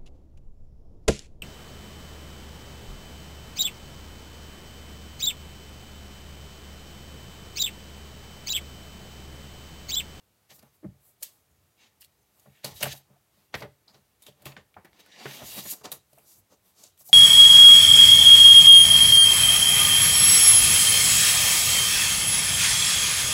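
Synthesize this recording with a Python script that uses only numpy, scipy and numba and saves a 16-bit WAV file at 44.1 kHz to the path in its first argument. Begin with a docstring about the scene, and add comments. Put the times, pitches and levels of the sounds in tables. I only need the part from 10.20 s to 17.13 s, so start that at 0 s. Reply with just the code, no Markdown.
"""Pen, card and banknotes at a desk

In a quiet room a pen is capped and put down, a card is flicked off a ring binder, fingers open a plastic
sleeve, slide banknotes out and fan them. Snaps and squeaks are clusters of noise cracks ringing a panel;
knocks and card flutters are decaying modes plus a noisy slap; rubs are uneven noise grains through sheet
resonances and a moving band. Leaning arms rumble as low noise, a small room rings briefly, and shaped
noise hisses faintly."""
import sys
import numpy as np
from scipy import signal
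from scipy.fft import rfft, irfft
from scipy.io import wavfile
from scipy.ndimage import uniform_filter1d
from numba import njit

SR = 44100
rng = np.random.default_rng(int(sys.argv[2]) if len(sys.argv) > 2 else 0)


def elevation(decibels):
    """Turn decibel levels (scalar or array-like) into linear amplitude ratios."""
    levels = np.asarray(decibels, float)
    return 10 ** (levels / 20)


def materialize(psi):
    """Save the field psi as 16-bit PCM at rate SR to the path in sys.argv[1].

    A 1-D psi becomes a single channel; in a 2-D psi each row is a channel.
    """
    bounded = np.clip(np.atleast_2d(psi).T, -1, 1)
    quanta = np.round(bounded * 32767).astype(np.int16)
    wavfile.write(sys.argv[1], SR, quanta)


N = 305613
T = np.arange(N) / SR
DECAY_60 = np.log(1000)  # exp(-DECAY_60) is 60 dB down


def unit(x):
    """Scale to rms 1."""
    return x / np.sqrt(np.mean(x ** 2))


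def shade(x, spectrum):
    """Colour x by (Hz, dB) points, falling away outside them."""
    hz, db = np.transpose(spectrum)
    log_f = np.log(np.arange(len(x) // 2 + 1) * SR / len(x) + 1)
    outside = np.maximum(np.log(hz[0]) - log_f, 0) + np.maximum(log_f - np.log(hz[-1]), 0)
    gain = elevation(np.interp(log_f, np.log(hz), db) - 40 * outside)
    return irfft(rfft(x) * gain, len(x))


def band(x, lo_hz, hi_hz):
    """Causal band-pass."""
    edges_hz = [lo_hz, min(hi_hz, .45 * SR)]
    return signal.sosfilt(signal.butter(2, edges_hz, "band", fs=SR, output="sos"), x)


def walk(rate):
    """Random line around 0 that glides to a new value every 1 / rate s; spread near 0.8."""
    k = int(SR / rate)
    steps = np.repeat(rng.standard_normal(N // k + 1), k)
    return 0.98 * uniform_filter1d(steps, k)[:N]


def add(out, s, x):
    """Mix x into out from time s on."""
    i = int(s * SR)
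    out[i:i + len(x)] += x[:N - i]


def ring(t, hz, t60):
    """One decaying mode."""
    return np.sin(2 * np.pi * hz * t) * np.exp(-DECAY_60 * t / max(t60, .003))


def fade(t, rise_s, t60):
    """Quick rise, exponential fall."""
    return (1 - np.exp(-t / max(rise_s, .0002))) * np.exp(-DECAY_60 * t / max(t60, .004))


def resonate(x, hz, width_hz):
    """One resonance at least 30 Hz wide, gain 1 at the centre."""
    return signal.lfilter(*signal.iirpeak(hz, hz / max(width_hz, 30), fs=SR), x)


@njit
def svf(x, hz, width):
    """Band-pass whose centre moves; width is a share of the centre."""
    y, b, l = np.empty(len(x)), 0., 0.
    for i in range(len(x)):
        g = np.tan(np.pi * hz[i] / SR)
        v = (b + g * (x[i] - l)) / (1 + g * (g + width))
        b, l, y[i] = 2 * v - b, l + 2 * g * v, width * v
    return y


# buckling snaps of sheets and caps, with a few narrow squeaky rasps:
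# t/s, panel peak level/dB, panel f/Hz, width/octaves, treble peak level/dB
SNAPS_AND_SQUEAKS = [(0.3017, -42.5, 3720, 2.5, -56), (0.3905, -46.5, 4840, 2.9, -60),
                     (0.4264, -50, 1780, 3.5, -49), (1.0248, -28, 7100, 3.3, -34),
                     (1.0285, -28, 5000, 2.1, -20), (1.032, -33.5, 5850, 2.4, -36),
                     (1.808, -53, 4840, 2.2, -41.5), (1.8183, -42.5, 2800, 2.5, -54.5),
                     (1.8394, -44, 4300, 0.99, -42), (2.1943, -50, 6860, 2.8, -58),
                     (2.4437, -17, 4270, 3.14, -28), (2.5614, -46, 3930, 1.8, -50),
                     (2.606, -27, 5960, 1.8, -30), (2.6267, -13, 2690, 1.4, -14),
                     (2.6537, -22.5, 1630, 3.3, -43.5), (2.685, -36.5, 3010, 1.5, -49),
                     (2.735, -48, 5020, 1.9, -52), (3.3404, -19.5, 1980, 2.76, -52),
                     (3.3463, -28, 1910, 0.59, -36.5), (3.405, -38, 4470, 1.2, -48),
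                     (3.422, -32.5, 1900, 2.57, -48), (3.677, -42, 4650, 0.43, -77),
                     (3.699, -55, 4650, 0.4, -74), (3.7422, -47, 4050, 1.2, -70),
                     (4.0213, -50, 3750, 0.97, -42), (4.03, -55, 3740, 0.21, -71),
                     (4.0636, -33.5, 3530, 3.5, -42), (4.0784, -47, 3350, 0.37, -57),
                     (4.115, -60, 3100, 0.25, -77), (4.219, -51, 4270, 1.7, -45),
                     (4.2546, -29, 2500, 1.9, -30.5), (4.3192, -42.5, 2470, 1.8, -62.5),
                     (4.3657, -32.5, 1490, 3.1, -60), (4.541, -46.5, 2360, 1.6, -66),
                     (4.566, -46, 1400, 1.1, -75.5), (4.6466, -42.5, 1880, 4.2, -46),
                     (4.7272, -46.5, 2150, 2.1, -71.5), (4.8592, -47.5, 1490, 4.2, -49),
                     (4.9166, -48, 3850, 0.41, -71), (5.0559, -27, 1500, 2.1, -62.5),
                     (5.6525, -29.5, 4840, 1.9, -49), (5.7166, -25.5, 3760, 2.4, -20.5),
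                     (5.929, -55.5, 4230, 1.3, -50), (5.982, -55.5, 2600, 0.45, -39.5),
                     (6.635, -34.5, 6760, 1.7, -49), (6.6634, -44, 6100, 1.2, -61.5),
                     (6.772, -52.5, 3300, 1.9, -50), (6.8032, -49, 5460, 0.47, -71),
                     (6.887, -37.5, 6560, 1.2, -44)]


def snaps_and_squeaks(rise_s=0.0023, crackle_db=7.0, ringing_db=-2.5):
    """Tiny cracks die out, ringing the panel at its own pitch, with a bright edge; narrow ones squeak."""
    out, t = np.zeros(N), T[:SR // 10]
    chance = rng.standard_normal((len(SNAPS_AND_SQUEAKS), 2, len(t)))
    for (s, db, hz, octaves, treble_db), (noise, sizes) in zip(SNAPS_AND_SQUEAKS, chance):
        octaves = max(octaves, .1)
        t60 = 0.028 + 0.011 / octaves  # the narrower the pitch, the longer it rings
        crack_gain = elevation(crackle_db * np.repeat(sizes, 30)[:len(t)])
        cracks = noise * crack_gain * fade(t, rise_s, t60)
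        half = 2 ** (octaves / 2)
        note = resonate(cracks, hz, hz / 12)
        core = band(cracks, hz / half, hz * half)
        skirted = band(core, hz / half ** 5.0, hz * half ** 1.22)
        panel = unit(skirted) + elevation(ringing_db) * unit(note)
        edge = band(cracks, 7600, 15000)
        panel = elevation(db) * panel / np.abs(panel).max()
        edge = elevation(treble_db) * edge / np.abs(edge).max()
        add(out, s, panel + edge)
    return out


# knocks on desk and binder, and flutters of the flicked card:
# t/s, level/dB, main f/Hz, desk level/dB and slap level/dB against the main mode
KNOCKS_AND_FLUTTERS = [(0.31, -41, 845, -13.5, -10.5), (0.428, -44, 225, -7.5, -7.5),
                       (0.628, -34, 326, -15, -26), (0.641, -24, 320, -16.5, -23),
                       (0.649, -25, 193, -12, -38), (0.677, -61, 200, -14, -38), (0.744, -56, 223, -6, -23),
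                       (1.017, -43, 580, -37, -8), (2.256, -44, 595, -10.5, -7.5),
                       (2.27, -49.5, 192, 0, -19), (2.442, -27.5, 590, -3.5, -11),
                       (2.608, -27.5, 566, -28, -29), (2.631, -32.5, 620, 4, 4.5),
                       (2.661, -15, 767, -18, -17), (2.898, -56.5, 200, 8, -24),
                       (2.733, -31.5, 720, -28, -18), (2.749, -37, 770, -23, -19),
                       (2.777, -52, 804, -25, -17), (2.915, -52, 766, -22, -17),
                       (2.935, -52.5, 782, -21, -22), (2.962, -44, 716, -26, -22), (3.17, -62, 199, 2, -16),
                       (3.34, -22.5, 860, -10, -3.5), (3.416, -31, 620, -3, -2), (3.432, -33, 420, -4, -22),
                       (3.449, -29.5, 408, -6, -14), (3.706, -53.5, 225, -17, -10),
                       (3.78, -60, 200, -3, -20), (3.745, -45.5, 664, -8, -7),
                       (4.081, -41.5, 426, -7, -12.5), (4.222, -41.5, 590, -20, -15),
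                       (4.257, -30, 363, -7, -3.5), (4.287, -49, 450, -4, -15), (4.383, -51, 300, -10, -20),
                       (4.367, -32.5, 850, -19.5, -14.5), (4.564, -25.5, 746, -51, -11.5),
                       (4.644, -41, 360, -22, -13), (5.046, -46, 685, -33, -10),
                       (5.053, -21, 393, -12.5, -16), (5.215, -35, 227, -4.5, 1.5),
                       (5.376, -34.5, 205, -5, -2), (5.458, -51, 198, 2.5, -5), (5.609, -46, 426, -6.5, 2),
                       (5.651, -31, 320, -31, -13), (5.717, -35, 522, -13, -6),
                       (5.928, -42.5, 630, -11, -41.5), (5.974, -40.5, 640, -29, -10),
                       (5.983, -40, 687, -16, -18), (6.321, -43.5, 570, -25, -9),
                       (6.635, -42.5, 617, -23, -26.5), (6.805, -50.5, 623, -9, -7),
                       (6.893, -24.5, 756, -28, -39)]
# modes of the desk top: f/Hz, typical level/dB, t60/s
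DESK_MODES = [(137.6, -3.5, 0.23), (198.7, -7.5, 0.12), (320, -14.5, 0.098), (430.5, -6.5, 0.085),
              (595, 6.5, 0.034), (790, -12.5, 0.077)]


def knocks_and_flutters(main_cycles=15.8, main_t60=0.082, slap_t60=0.06):
    """A soft push rings binder or card for a few cycles, with a papery slap and a share of the desk top."""
    out, t = np.zeros(N), T[:SR // 3]
    place = rng.standard_normal((len(KNOCKS_AND_FLUTTERS), len(DESK_MODES)))
    pages = rng.standard_normal((len(KNOCKS_AND_FLUTTERS), len(t)))
    for (s, db, hz, desk_db, slap_db), spot, noise in zip(KNOCKS_AND_FLUTTERS, place, pages):
        # the balance of the desk modes varies from hit to hit
        desk = sum(elevation(g_db + 2 * c) * ring(t, f, t60) for (f, g_db, t60), c in zip(DESK_MODES, spot))
        contact_s = max(0.0026 + 0.28 / hz, .0003)  # low pads are soft and give way more slowly
        main = ring(t, hz, min(main_cycles / hz, main_t60))
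        rise = (1 - np.exp(-t / contact_s)) ** 2
        paper = unit(band(band(noise, 230, 1200), 500, 2000))
        slap = elevation(slap_db) * fade(t, contact_s, slap_t60) * paper
        add(out, s, elevation(db) * rise * (main + elevation(desk_db) * desk + slap))
    return out


# resonances of sleeve and sheets: f/Hz, width/Hz, level/dB before flaring
SHEET_MODES = [(1768, 250, 4.5), (2228, 40, -10.5), (2780, 75, -3.5), (3230, 500, 0.5), (3820, 27, -7),
               (4470, 73, -9), (4700, 40, -6.5), (5840, 34, -2), (6300, 140, 1), (6850, 120, 3)]
# colour of the rubbing hiss: f/Hz, relative level/dB per Hz
HISS_COLOUR = [(5500, -15.5), (8000, 1.5), (9000, -1), (12600, 6.5), (15900, -1)]
# colour of the low drag: f/Hz, relative level/dB per Hz
DRAG_COLOUR = [(100, -24), (170, 3), (365, -1.5), (775, -1), (895, -3), (1260, -5.5), (2400, -17),
               (3120, -43.5), (5280, -120)]


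def rubs(grain_db=-0.5, rasp_width=1.49, plain_db=3.6):
    """Dense stick-slip of two sheets: uneven grains heard as a moving rasp, a hiss and a low drag."""
    rasp_gain, rasp_hz, hiss_gain, drag_gain = motion()
    grains = rng.standard_normal(N) * elevation(grain_db * walk(900))
    popping = ticks(rasp_gain)
    # the same grains shifted in time, so that modes and plain rasp do not cancel
    shifted = np.roll(grains, SR // 3)
    # each resonance flares on its own as the sheet bends
    flare = [elevation(6.5 * walk(20)) for _ in SHEET_MODES]
    modes = sum(elevation(db) * f * unit(resonate(shifted, hz, width_hz))
                for (hz, width_hz, db), f in zip(SHEET_MODES, flare))
    sheet = unit(modes) + elevation(plain_db) * unit(band(grains, 820, 12000))
    rasp = svf(svf(sheet, rasp_hz, rasp_width), rasp_hz, rasp_width)
    # even out the level, so that pitch and loudness are set apart
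    rasp = rasp / np.sqrt(uniform_filter1d(rasp ** 2, size=4000))
    hiss = unit(shade(np.roll(grains, SR), HISS_COLOUR))
    drag = unit(shade(shifted, DRAG_COLOUR))
    flicker = [elevation(1.0 * walk(60)) for _ in range(3)]
    return (rasp_gain * popping * flicker[0] * rasp
            + hiss_gain * flicker[1] * hiss
            + drag_gain * flicker[2] * drag)


# long draws, the card peeled off the binder and the notes pulled from the sleeve, as lists of points:
# t/s, rasp level/dB, rasp f/Hz, hiss level/dB, drag level/dB
LONG_DRAWS = [
    [(2.54, -66, 4090, -59, -60), (2.57, -48.5, 4200, -49.5, -67), (2.6, -52.5, 3800, -53, -63),
     (2.615, -41.5, 3200, -46, -41.5), (2.669, -43, 2560, -42, -44.5), (2.7, -43, 3270, -55, -60),
     (2.73, -42, 3940, -45.5, -57), (2.742, -52.5, 4530, -54, -55.5), (2.78, -59.5, 4800, -53, -68.5),
     (2.82, -81, 4280, -76, -72)],
    [(4.7, -86, 2800, -86, -80), (4.75, -66.5, 2760, -81, -67), (4.88, -63, 3200, -82, -65.5),
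     (4.93, -58.5, 3250, -94, -68), (4.99, -51.5, 3280, -67, -53), (5.04, -48, 3180, -62, -51),
     (5.09, -46, 2450, -53.5, -49.5), (5.15, -47, 3130, -49.5, -53), (5.22, -50.5, 3460, -56, -48),
     (5.245, -49, 3870, -50, -51.5), (5.27, -45, 4060, -43, -58.5), (5.35, -46.5, 3500, -44, -53),
     (5.392, -40.5, 3500, -38.5, -42.5), (5.42, -48.5, 4650, -46.5, -58.5), (5.46, -48.5, 4700, -45.5, -57),
     (5.49, -42, 4170, -39.5, -63), (5.516, -40, 5350, -30.5, -60), (5.536, -44.5, 5800, -37.5, -59),
     (5.556, -59, 5030, -51, -60), (5.59, -66, 5400, -61, -64), (5.622, -64, 4430, -67, -68)],
]
# short swipes of skin, card and notes that swell and fade:
# middle t/s, length t/s, rasp level/dB, rasp f/Hz, hiss level/dB, drag level/dB
SHORT_SWIPES = [(0.317, 0.039, -54.5, 3200, -59.5, -62), (0.353, 0.051, -64, 5300, -56, -69.5),
                (0.39, 0.026, -72, 4600, -60.5, -66), (0.442, 0.1, -73.5, 3300, -72, -66),
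                (0.552, 0.047, -80, 3500, -68, -76), (0.649, 0.038, -80, 1600, -81, -58.5),
                (0.872, 0.11, -79, 4200, -62, -79), (1.02, 0.032, -68, 4400, -61, -80),
                (1.088, 0.049, -68, 4900, -62, -75), (1.123, 0.18, -75.5, 4300, -68, -74.5),
                (1.638, 0.098, -61, 2920, -78, -68.5), (1.819, 0.026, -62, 4530, -54, -90),
                (1.844, 0.038, -68, 4320, -61, -91), (2.216, 0.15, -75.5, 3600, -68, -73.5),
                (2.507, 0.068, -54.5, 4170, -58, -54), (2.444, 0.018, -48, 2400, -79, -61),
                (2.377, 0.21, -68.5, 2440, -74.5, -76), (2.914, 0.13, -101, 3500, -86, -70),
                (3.205, 0.15, -74.5, 3500, -74.5, -75.5), (3.337, 0.019, -59.5, 2800, -79, -62),
                (3.388, 0.063, -54.5, 2830, -55, -67), (3.431, 0.06, -54, 1930, -65, -46.5),
                (3.698, 0.039, -69, 4300, -80, -63), (3.758, 0.071, -68.5, 3700, -74, -66),
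                (4.054, 0.086, -66, 3300, -65, -70), (4.317, 0.076, -68, 2800, -71, -57),
                (4.24, 0.13, -70.5, 2750, -77, -64), (4.803, 0.024, -55.5, 2940, -60, -59),
                (5.461, 0.017, -46.5, 2000, -60, -46), (5.534, 0.027, -55, 2000, -65, -50.5),
                (5.652, 0.024, -45, 4250, -52, -42), (5.991, 0.19, -75, 3520, -65.5, -71.5),
                (6.11, 0.096, -59, 6300, -57, -74), (6.182, 0.059, -70, 5750, -60.5, -71),
                (6.329, 0.052, -65.5, 5060, -70, -64.5), (6.484, 0.09, -72.5, 4000, -66, -72),
                (6.633, 0.13, -57, 5700, -61.5, -65.5), (6.809, 0.045, -63, 5200, -54.5, -75),
                (6.879, .06, -60.5, 6000, -48, -69.5), (6.93, 0.045, -60, 4900, -56, -67)]
# loose sheets rustling after a flick: t/s, rasp level/dB, rasp f/Hz, hiss level/dB, drag level/dB
SHEET_SETTLES = [(1.027, -43.5, 4560, -41, -64), (2.445, -38, 3800, -39, -39.5),
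                 (3.338, -59, 2600, -58, -42.5), (4.065, -52.5, 3280, -56, -58),
                 (4.255, -43, 2830, -44, -47.5), (4.365, -51, 2070, -79, -48),
                 (4.565, -64, 1495, -80, -47.5), (4.647, -60.5, 2100, -78, -53.5),
                 (5.65, -46.5, 4230, -57, -41.5), (5.716, -44.5, 4130, -39.5, -44.5)]
# sleeves and fingers never quite still: rasp level/dB, rasp f/Hz, hiss level/dB, drag level/dB
FAINT_FIDGET = (-80.5, 3516, -79, -76)


def motion():
    """Rasp, hiss and drag gains and rasp pitch of all rubbing; powers add, the louder rub sets the pitch."""
    swipe_edge = 2.4  # 2 = bell, more = a hold with sudden ends
    rise_s, settle_s, stop_s, stop_edge = 0.004, 0.028, 0.079, 5.4
    windup_db, windup_s = -15, 0.0055
    still_db, still_s = -47.5, 0.091  # recent rasp this strong ducks the fidget by 3 dB; memory of it
    rubbing = []
    for draw in LONG_DRAWS:
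        s, *columns = np.transpose(draw)
        active = (T >= s[0]) & (T <= s[-1])
        rubbing.append((active, *(np.interp(T, s, c) for c in columns)))
    for s, length, *row in SHORT_SWIPES:
        rubbing.append((np.exp(-np.abs(2 * (T - s) / length) ** swipe_edge), *row))
    for s, *row in SHEET_SETTLES:
        t = np.maximum(T - s, 0)
        # the sheet strains around the moment it lets go
        windup = elevation(windup_db) * np.exp(-np.abs(T - s) / windup_s)
        # the rustle fades, then is cut off abruptly
        fall = np.exp(-t / settle_s - (t / stop_s) ** stop_edge)
        rubbing.append((windup + (1 - np.exp(-t / rise_s)) * fall, *row))
    # the faint rustle sinks during strong rasping and returns a moment later
    keep = np.exp(-1 / (still_s * SR))
    rasp_power = sum((row[0] * elevation(row[1])) ** 2 for row in rubbing)
    recent = signal.lfilter([1 - keep], [1, -keep], rasp_power)
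    rubbing.append((1 / np.sqrt(1 + recent / elevation(still_db) ** 2), *FAINT_FIDGET))
    rasp, pitch, hiss, drag = np.zeros((4, N))
    for shape, rasp_db, rasp_hz, hiss_db, drag_db in rubbing:
        power = (shape * elevation(rasp_db)) ** 2
        rasp = rasp + power
        pitch = pitch + power * rasp_hz
        hiss = hiss + (shape * elevation(hiss_db)) ** 2
        drag = drag + (shape * elevation(drag_db)) ** 2
    return np.sqrt(rasp), pitch / rasp, np.sqrt(hiss), np.sqrt(drag)


def ticks(rasp_gain):
    """Popping creases: a gain that jumps at random, most in hard rubbing, and falls back in some ms."""
    ticks_per_s, tick_db, spread_db, t60 = 65, -3.5, 5, 0.0081
    half_size_db = -60  # rasp gain at which pops have half their size
    pops = (rng.random(N) < ticks_per_s / SR) * elevation(tick_db + spread_db * rng.standard_normal(N))
    pops = pops * rasp_gain / (rasp_gain + elevation(half_size_db))
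    return 1 + signal.lfilter([1], [1, -np.exp(-DECAY_60 / (t60 * SR))], pops)


# arms leaning on the desk: t/s, level/dB of the push on top of the resting rumble
DESK_LEANS = [(0.4, -72), (0.679, -44), (1.0, -83), (1.32, -63), (1.41, -72), (1.46, -72), (2.0, -84),
              (2.3, -65), (2.53, -50.5), (2.64, -47), (2.711, -56), (3.36, -47), (3.47, -53.5), (3.76, -82),
              (4.11, -79), (4.26, -54), (4.38, -59), (4.57, -62), (4.69, -68), (5.07, -77), (5.23, -50),
              (5.33, -62), (5.44, -54), (5.67, -57), (5.76, -66), (5.98, -79), (6.18, -69), (6.66, -79)]


def leaning():
    """Arms on the desk make a dull low rumble that swells with each push."""
    rise_s, fall_s, resting_db = 0.013, 0.031, -77
    pushes = sum(elevation(db) * np.exp(-np.abs(T - s) / np.where(T < s, rise_s, fall_s))
                 for s, db in DESK_LEANS)
    resting = elevation(resting_db + 1.0 * walk(3.1))
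    return (resting + pushes) * unit(band(rng.standard_normal(N), 57, 130))


# three overlapping bands of the room tail: reference f/Hz, t60/s, relative level/dB
ROOM_TAIL = [(278, 0.19, -19.5), (2220, 0.29, -15.5), (9200, 0.083, -29.5)]


def room(x):
    """Diffuse echoes that build up in a few ms and die fastest in the treble."""
    t = T[:SR // 2]
    tail = np.zeros(len(t))
    for hz, t60, db in ROOM_TAIL:
        echoes = unit(band(rng.standard_normal(len(t)), hz / 1.59, hz * 4.02))
        energy_scale = np.sqrt(DECAY_60 / t60 / SR)  # a longer tail is no louder in total
        tail += elevation(db) * echoes * np.exp(-DECAY_60 * t / t60) * energy_scale
    return signal.fftconvolve(x, tail * (1 - np.exp(-t / 0.00092)))[:N]


# colour of the quiet room: f/Hz, relative level/dB per Hz
AIR_COLOUR = [(18, -53.5), (30, -10), (43, -4.5), (131, -7.5), (273, -16), (355, -12.5), (404, -6.5),
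              (449, -16), (1100, -27), (1220, -14), (2170, -15), (2410, -14), (3140, -17.5), (8980, -17.5),
              (16000, -18)]


def air():
    """Steady hiss and a low murmur of the house that waver a little together."""
    return elevation(-73.5 + 0.41 * walk(7.4)) * unit(shade(rng.standard_normal(N), AIR_COLOUR))


def scene():
    """Hands and sheets close to the microphone, the room around them."""
    near = snaps_and_squeaks() + knocks_and_flutters() + rubs() + leaning()
    return (near + room(near) + air())[None]


def roll_off(x):
    """The treble ends steeply here."""
    return signal.sosfilt(signal.butter(12, 17020, fs=SR, output="sos"), x)


def record(dry):
    """A phone with a steep low cut and a steep top cut."""
    low_cut = signal.butter(4, 54, "high", fs=SR, output="sos")
    top_cut = signal.ellip(8, .3, 60, 15900, fs=SR, output="sos")
    mix = signal.sosfilt(np.vstack([low_cut, top_cut]), dry)
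    return roll_off(mix)


dry = scene()
out = record(dry)
materialize(out)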